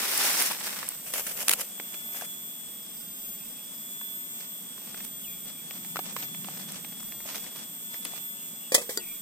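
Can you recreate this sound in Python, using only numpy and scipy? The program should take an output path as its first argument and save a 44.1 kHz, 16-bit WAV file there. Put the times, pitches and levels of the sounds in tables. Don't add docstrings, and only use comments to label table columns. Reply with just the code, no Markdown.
import sys
import numpy as np
from scipy import signal
from scipy.fft import rfft, irfft, next_fast_len
from scipy.io import wavfile

SR = 44100
rng = np.random.default_rng(int(sys.argv[2]) if len(sys.argv) > 2 else 0)


def dump_mix(stems):
    frames = np.atleast_2d(stems).T
    limited = np.clip(frames, -1, 1)
    pcm = np.round(limited * 32767).astype(np.int16)
    wavfile.write(sys.argv[1], SR, pcm)


N = 406161

# frequency in Hz, relative power density in dB.
RUMBLE_COLOUR = [(25, -26), (60, -33.5), (90, -18.5), (125, -13.5), (170, -2.5), (215, 0.5), (280, -6.5),
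                 (400, -29.5), (800, -28.5)]
RUMBLE_DB, RUMBLE_WAVER_DB = -54.5, -1
SWELL_COLOUR = [(50, -38), (90, -10.5), (130, 3.5), (190, 13.5), (270, 1), (400, -7), (800, -42.5)]
SWELL_AT_S, SWELL_WIDTH_S, SWELL_DB = 6.39, 0.78, -49
AIR_COLOUR = [(150, -9), (350, 1.5), (700, -2.5), (1500, -6.5), (2600, -3.5), (3500, 1.5), (4200, -9.5),
              (5100, -2), (7000, -2.5), (9700, -5.5), (12000, -7.5), (13400, 10.5), (15000, -48)]
AIR_DB = -47.5
# frequency in Hz, correlation of left and right from -1 to 1.
LIKENESS = [(60, 1), (250, 0.76), (600, 0.54), (1400, 0.5), (3000, -0.13), (7000, -0.074), (15000, 0.25)]
# start in seconds, end in seconds, settled pitch in Hz,
# opening height above it in Hz, bandwidth in Hz, trill rate in Hz, level before the trill in dB.
CALLS = [(2.8, 3.845, 5060, 2, 400, 28.5, -58.5), (3.245, 3.613, 2570, -4, 260, 5.5, -59.5),
         (5.24, 5.605, 2350, 905, 150, 2, -54.5), (8.165, 8.696, 2820, -1, 300, 4, -59),
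         (8.999, 9.3, 2360, 597.5, 260, 2, -51)]
CICADA_COLOUR = [(6500, -52), (7300, -6.5), (7750, 2), (8400, 6), (8800, 1.5), (9300, -43), (10500, -90)]
CICADA_DB = -44.5
# multiple of the fundamental, multiple of the flutter rate, relative level in dB.
WHINE_TONES = [(4, 0, 6), (4, -1, -3.5), (4, 1, -10.5), (4, -2, -34), (4, 2, -27), (4, -3, -33),
               (3, 0, -17.5), (2, 0, -10), (1, 1, -19.5)]
# base level in dB at the lowest pitch, base level in dB at the highest.
ROOT_EARS = [(-47.5, -55), (-53, -44.5)]
ROOT_FROM_S, ROOT_EARLY_DB = 1.65, -8
FLUTTER_HZ, WHINE_EAR_LAG_S = 322, .00009
WHINE_LOW_HZ, WHINE_SWING_HZ, WHINE_CREEP_HZ_PER_S = 13470, 148, 3
WHINE_CYCLE_S, WHINE_RISE_S, WHINE_LOWEST_AT_S = 1.995, .8, 1.28
# start in seconds, peak level before filtering in dB.
BUMPS = [(1.28, -61), (1.48, -55), (8.16, -56)]
BUMP_COLOUR = [(25, -8), (70, -7), (140, 5), (400, -33), (1000, -74)]
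BUMP_S = 0.1
# start in seconds, relative body level in dB, metallic clash level in dB,
# clash decay by 60 dB in seconds, pitch factor of the low modes.
KNOCKS = [(8.72, -27.5, -27, 0.14, 0.97), (8.7438, -30, -14, 0.072, 1.04), (8.7475, -24.5, -15, 0.071, 1.0),
          (8.78, -29.5, -35.5, 0.27, 1.06), (8.815, -39.5, -40.5, 0.11, .9), (8.893, -33, -34, 0.33, .93),
          (8.974, -33.5, -18, 0.017, 0.78)]
# frequency in Hz, relative level in dB, decay by 60 dB in seconds.
POT = [(320, -17, 0.12), (454.6, -10.5, 0.28), (537, 4, 0.066), (581, -7, 0.11), (693, -9, 0.1),
       (880, -16, 0.15), (1142, -14, 0.14), (1210, -15, 0.09), (1770, -4, 0.046), (1906, -3, 0.064),
       (2450, -4.5, 0.15), (4140, -18, 0.1), (4710, 2, 0.058), (6000, -29, .07), (6900, -10, 0.12),
       (7400, -21, .04)]
CLASH_COLOUR = [(530, -24), (900, -2), (1620, -10), (1990, 5.5), (2760, -38), (3150, 2.5), (4460, -1.5),
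                (5480, 4), (6250, 2), (7680, 7), (16000, -6)]
THUD_COLOUR = [(25, -4), (70, -5), (300, -11), (1000, -16)]
# start in seconds, relative peak in dB, pitch in Hz.
TAPS = [(0.51, -33, 880), (0.675, -35, 1900), (0.767, -36, 1400), (0.829, -31.5, 1170), (1.799, -32, 2100),
        (1.943, -37, 2570), (2.211, -35, 1600), (2.221, -36, 710), (4.013, -42, 1030), (4.779, -47.5, 1020),
        (4.945, -38, 1490), (5.004, -42, 1810), (5.709, -33, 2270), (5.848, -41, 2200), (5.9583, -29, 1210),
        (5.968, -28.5, 1370), (5.9911, -28.5, 756), (6.165, -27.5, 1075), (6.167, -51, 1150),
        (6.227, -33.5, 3240), (6.347, -39.5, 2120), (6.445, -35.5, 2840), (6.485, -35.5, 765),
        (6.847, -36, 2340), (6.925, -45.5, 2500), (7.029, -45.5, 1200), (7.122, -38, 2120),
        (7.204, -41, 2120), (7.256, -41.5, 595), (7.346, -36, 2200), (7.465, -40, 2100),
        (7.944, -41.5, 1910), (8.053, -30, 3200), (8.135, -43, 716)]
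STIR_COLOUR = [(300, 8.0), (1100, 6), (2500, 6.5), (4500, 1), (14000, -7)]
# start in seconds, length in seconds, relative rustle level in dB.
RUBS = [(4.39, 0.061, -67.5), (4.79, 0.16, -68.5), (4.98, 0.074, -64), (5.48, 0.027, -65.5),
        (5.76, 0.012, -63.5), (6.06, 0.041, -65), (6.18, 0.054, -60.5), (6.48, 0.14, -65.5),
        (6.7, 0.079, -62), (7.275, 0.11, -58.5), (7.42, .05, -63), (7.56, 0.077, -64.5),
        (7.935, 0.024, -61), (8.03, 0.15, -63.5)]
FINGER_COLOUR = [(200, 2), (600, 10.5), (1500, 7), (2600, 10.5), (4000, 8), (6000, 11), (11000, 2.5),
                 (16000, -119)]
RUB_ATTACK_S, RUB_RELEASE_S = 0.038, 0.051
GRIP_S, GRIP_DB = (5.6, 7.6), -73
# start in seconds,
# relative peak in dB, relative body against the tick in dB.
SNAPS = [(0.119, -16, -25), (0.1766, -2, -32), (0.2965, -7, -26), (0.4227, -3.5, -28), (0.4304, -14, -26),
         (0.463, -10, -22), (0.5184, -11, -13), (0.8885, -5.5, -48), (1.104, -24, -3), (5.0474, -16, -30),
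         (6.7204, -18, -14), (7.357, -14.5, -0.5), (7.567, -22, -10), (8.0502, -14, -24)]
TICK_COLOUR = [(3000, -15.0), (7000, 4.0), (10000, 18.0), (16000, -1.5)]
SNAP_BODY_COLOUR = [(500, -46), (2000, 10.5), (9000, 1)]
# start in seconds, length in seconds, relative rustle level in dB.
SHAKES = [(1.065, 0.043, -62), (1.145, 0.061, -51.5), (1.27, .045, -56.5), (1.385, 0.043, -52),
          (1.485, 0.049, -51), (1.595, 0.022, -50.5), (1.93, 0.012, -64), (2.13, 0.12, -58.5)]
BAG_COLOUR = [(120, -27), (200, -10), (311, -16), (709, -17), (1370, -4), (3020, 3), (3900, -6),
              (5230, 1.5), (12600, 3.5), (13300, 7), (16000, -16)]
SHAKE_ATTACK_S, SHAKE_RELEASE_S = 0.034, 0.036
BAG_HELD_S, BAG_HELD_DB = (0, 2.1), -71
FALLING_COLOUR = [(300, -8.5), (520, 3.5), (750, 0), (1200, -4.5), (3000, -6.5), (8000, -59)]
# start in seconds, relative peak in dB, decay by 60 dB in seconds.
SPURTS = [(1.1373, -12, 0.037), (1.162, -27, 0.022), (1.267, -18, 0.062), (1.48, -15, 0.018),
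          (1.4827, -0.5, 0.011), (1.4942, 0.5, 0.016), (1.509, -21, 0.022), (1.514, -5.5, 0.016),
          (1.509, -11, 0.037), (1.525, -15, 0.039), (1.529, -13.5, 0.018), (1.535, -8, 0.018),
          (1.535, -12, 0.018), (1.613, -21, 0.059)]
SPURT_COLOUR = [(220, -8), (450, -11.5), (1000, -0.5), (1900, 4), (3000, 2.5), (5500, -1.5), (9500, 7),
                (13000, 0), (16000, -2.5)]
# time in seconds, relative patter in the tube in dB, relative hiss of sliding in dB.
POUR = [(0.0, -37.5, -39.5), (0.24, -31.5, -34), (0.428, -35.5, -34.5), (0.494, -43, -39),
        (0.512, -34, -40), (0.57, -45.5, -46.5), (0.692, -42.5, -43), (0.934, -53, -55), (1.04, -78, -65)]
PATTER_COLOUR = [(88, -24), (150, -24), (210, -9), (258, -3.5), (299, -2.5), (562, -0.5), (835, 2),
                 (1010, 1.5), (1870, 2), (3670, 1), (5000, -6), (6500, -17), (11000, -120)]
SLIDE_COLOUR = [(2000, 0), (3500, -5.5), (5500, 3.5), (6500, -0.5), (9000, 1.5), (12500, -1), (15500, -2),
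                (17000, -71)]
CUTOFF_HZ = 16100


def from_db(db):
    return 10 ** (np.asarray(db) / 20)


def rms_one(x):
    return x / np.sqrt(np.mean(x ** 2) + 1e-20)


def seconds():
    return np.arange(N) / SR


def in_time(rows):
    s, *columns = np.transpose(rows)
    return [np.interp(seconds(), s, c) for c in columns]


def during(start, end, fade=0.015):
    inside = np.minimum(seconds() - start, end - seconds())
    return np.clip(inside / fade + 1, 0, 1)


def at_hz(points, size):
    hz, values = np.transpose(points)
    bins_hz = np.arange(size // 2 + 1) * SR / size
    return np.interp(np.log(bins_hz + 1), np.log(hz), values)


def drift(rate):
    step = 40
    r = np.exp(-2 * step * np.pi * rate / SR)
    raw = rng.standard_normal(N // step + 2002)
    slow = signal.lfilter([1], [1, -2 * r, r * r], raw)[2000:]
    return np.interp(np.arange(N) / step, np.arange(len(slow)), rms_one(slow))


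def coloured(x, spectrum):
    size = 4096
    hz = np.arange(size // 2 + 1) * SR / size
    low_end = np.clip(hz / spectrum[0][0], .03, 1) ** 2
    gain = rms_one(from_db(at_hz(spectrum, size)) * low_end)
    cepstrum = irfft(np.log(gain))[:size // 2]
    cepstrum[1:] *= 2
    response = irfft(np.exp(rfft(cepstrum, size)))
    return signal.fftconvolve(np.atleast_2d(x), response[None], axes=-1)[:, :N]


def spread(pair):
    size = next_fast_len(N + N % 2) // 2 * 2
    alike = np.clip(at_hz(LIKENESS, size), -.99, .99)
    mid, side = irfft(rfft(pair, size) * np.sqrt([1 + alike, 1 - alike]), size)[:, :N]
    return np.array([mid + side, mid - side]) / np.sqrt(2)


def noise():
    return spread(rng.standard_normal((2, N)))


def grains(per_s, size_db):
    born = rng.random(N) < per_s / SR
    sizes = from_db(size_db * np.minimum(rng.exponential(1, N), 4))
    return rms_one(spread(born * sizes * rng.standard_normal((2, N))))


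def bursts(times, levels_db, lengths):
    envelope = np.zeros(N)
    for s, db, t60 in zip(times, levels_db, lengths):
        start = round(s * SR)
        age = seconds()[:min(SR // 4, N - start)]
        envelope[start:][:len(age)] += from_db(db - 60 * age / max(t60, .001))
    return envelope * noise()


def strokes(rows, attack_s, release_s):
    t, gain = seconds(), np.zeros(N)
    for start, length, db in rows:
        before = np.maximum(start - t, 0) / attack_s
        after = np.maximum(t - start - length, 0) / release_s
        gain = np.maximum(gain, from_db(db - 20 * np.minimum(before + after, 10)))
    return gain


def outdoors():
    rumble = from_db(RUMBLE_DB + RUMBLE_WAVER_DB * drift(4.5)) * coloured(noise(), RUMBLE_COLOUR)
    nearness = 1 / (1 + ((seconds() - SWELL_AT_S) / SWELL_WIDTH_S) ** 2)
    swell = from_db(SWELL_DB) * nearness * coloured(noise(), SWELL_COLOUR)
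    air = from_db(AIR_DB) * coloured(noise(), AIR_COLOUR)
    return rumble + swell + air


def far_calls():
    out, source = np.zeros((2, N)), noise()
    glide_s = .022
    for start, end, hz, fall_hz, width_hz, trill_hz, db in CALLS:
        age = np.maximum(seconds() - start, 0)
        pitch_hz = hz + fall_hz * np.exp(-age / glide_s)
        note = np.cos(2 * np.pi * np.cumsum(pitch_hz) / SR)
        smear = signal.sosfilt(signal.butter(2, width_hz / 2, fs=SR, output="sos"), source)
        trill = np.cos(np.pi * trill_hz * age) ** 2
        out += from_db(db) * rms_one(note * smear) * trill * during(start, end, fade=0.009)
    return out


def cicada(pulse_hz=118, pulse_depth=0.25):
    phase = 2 * np.pi * np.cumsum(pulse_hz + 4 * drift(6.7)) / SR
    pulses = rms_one(np.exp(pulse_depth * np.cos(phase)))
    return from_db(CICADA_DB) * coloured(pulses * noise(), CICADA_COLOUR)


def whine(top_db=-44.5, echo_db=-8, dip_db=6, dip_height=0.4, dip_width=0.22):
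    t = seconds()
    cycle_s = (t - WHINE_LOWEST_AT_S) % WHINE_CYCLE_S
    height = np.interp(cycle_s, [0, WHINE_RISE_S, WHINE_CYCLE_S], [0, 1, 0])
    top_hz = WHINE_LOW_HZ + WHINE_SWING_HZ * height + WHINE_CREEP_HZ_PER_S * t
    phase = 2 * np.pi * np.cumsum(top_hz + 2 * drift(20)) / SR / 4
    flutter = 2 * np.pi * FLUTTER_HZ * t
    shrill = np.zeros(N)
    for multiple, offset, db in WHINE_TONES:
        shrill += from_db(top_db + db) * np.cos(multiple * phase + offset * flutter + drift(.5))
    shrill *= from_db(-dip_db * np.exp(-((height - dip_height) / dip_width) ** 2))
    early_db = ROOT_EARLY_DB * during(0, ROOT_FROM_S, fade=0.079)
    out = np.zeros((2, N))
    for ear, (low_db, high_db) in enumerate(ROOT_EARS):
        lags_s = rng.uniform([.015, .035], [.03, .055])
        echoes = sum(np.roll(shrill, round(lag * SR)) for lag in lags_s)
        root_db = low_db + (high_db - low_db) * height + early_db + 2.2 * drift(4)
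        root = from_db(root_db) * np.cos(phase + .5 * drift(1.5))
        direct = np.roll(shrill + root, ear * round(WHINE_EAR_LAG_S * SR))
        out[ear] = direct + from_db(echo_db) * echoes
    return out


def bumps():
    s, peak_db = np.transpose(BUMPS)
    return coloured(bursts(s, peak_db, [BUMP_S] * len(s)), BUMP_COLOUR)


def pot(lag_s=0.0002, hard_above_hz=3000, low_cut_hz=250, thud_db=-27):
    age = np.maximum(seconds()[:SR // 5] - [[0], [lag_s]], 0)
    body = np.zeros((2, N))
    for s, body_db, clash_db, length, seating in KNOCKS:
        for hz, level_db, t60 in POT:
            blow_db, pitch = (clash_db - 6.5, hz) if hz > hard_above_hz else (body_db, hz * seating)
            mode = from_db(-60 * age / t60) * np.sin(2 * np.pi * pitch * age)
            chance_db = rng.normal(0, 1.2)
            body[:, round(s * SR):][:, :age.shape[1]] += from_db(blow_db + level_db + chance_db) * mode
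    body = signal.sosfilt(signal.butter(2, low_cut_hz, "high", fs=SR, output="sos"), body)
    s, body_db, clash_db, length, seating = np.transpose(KNOCKS)
    thud = coloured(bursts(s, clash_db + thud_db, length), THUD_COLOUR)
    clash = coloured(bursts(s, clash_db, length), CLASH_COLOUR)
    return body + thud + clash


def taps(cycles=15.5, overtone=1.6, overtone_db=-9):
    knocks = np.zeros(N)
    for s, peak_db, hz in TAPS:
        turns = hz * seconds()[:SR // 20]
        upper = from_db(overtone_db) * np.sin(2 * np.pi * overtone * turns)
        knock = np.sin(2 * np.pi * turns) - upper
        knocks[round(s * SR):][:len(turns)] += from_db(peak_db + 6.0 - 60 * turns / cycles) * knock
    s, peak_db, hz = np.transpose(TAPS)
    settling_s = [.028] * len(s)
    stir = coloured(bursts(s, peak_db - 0.5, settling_s), STIR_COLOUR)
    return signal.sosfilt(signal.butter(2, 350, "high", fs=SR, output="sos"), knocks) + stir


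def fingers():
    effort = strokes(RUBS, RUB_ATTACK_S, RUB_RELEASE_S) + from_db(GRIP_DB) * during(*GRIP_S)
    crackle = grains(4000, size_db=2.0) * from_db(2.8 * drift(45))
    return from_db(16.5) * coloured(crackle * effort, FINGER_COLOUR)


def snaps():
    s, peak_db, body_db = np.transpose(SNAPS)
    t60 = [.013] * len(s)
    tick = coloured(bursts(s, peak_db - 11, t60), TICK_COLOUR)
    body = coloured(bursts(s, peak_db + body_db - 12, t60), SNAP_BODY_COLOUR)
    return tick + body


def bag(falling_db=9):
    effort = strokes(SHAKES, SHAKE_ATTACK_S, SHAKE_RELEASE_S) + from_db(BAG_HELD_DB) * during(*BAG_HELD_S)
    rustle = effort * from_db(18 + 2.5 * drift(49)) * grains(9000, size_db=1.0)
    falling = effort * from_db(falling_db) * grains(1500, size_db=3.5)
    s, peak_db, length = np.transpose(SPURTS)
    spurts = coloured(bursts(s, peak_db - 9.0, length), SPURT_COLOUR)
    return coloured(rustle, BAG_COLOUR) + coloured(falling, FALLING_COLOUR) + spurts


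def rice(full_per_s=9000, clump_db=1.0, thin_clump_db=3.0, bounces_per_s=130, bounce_db=-39):
    patter_db, slide_db = in_time(POUR)
    flow = from_db(patter_db - patter_db.max())
    per_s = full_per_s * flow ** .8
    even = np.sqrt(per_s.mean() / per_s)
    clumps = (clump_db * flow + thin_clump_db * (1 - flow)) * drift(26)
    patter = coloured(grains(per_s, size_db=0.5), PATTER_COLOUR)
    patter = from_db(patter_db + 1.0 + clumps) * patter
    slide = coloured(grains(2 * per_s, size_db=-2.0), SLIDE_COLOUR)
    slide = from_db(slide_db + 8.5 + 0.76 * clumps) * slide
    bounces = coloured(grains(bounces_per_s, size_db=0.5), PATTER_COLOUR)
    bounces = from_db(bounce_db) * np.sqrt(flow) * bounces
    return ((patter + slide) * even + bounces) * during(0, POUR[-1][0])


def scene():
    wood = outdoors() + far_calls() + cicada() + whine()
    handling = bumps() + pot() + taps() + fingers() + snaps() + bag() + rice()
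    return wood + handling


def record(dry):
    return signal.sosfilt(signal.ellip(10, .2, 80, CUTOFF_HZ, fs=SR, output="sos"), dry)


dry = scene()
out = record(dry)
dump_mix(out)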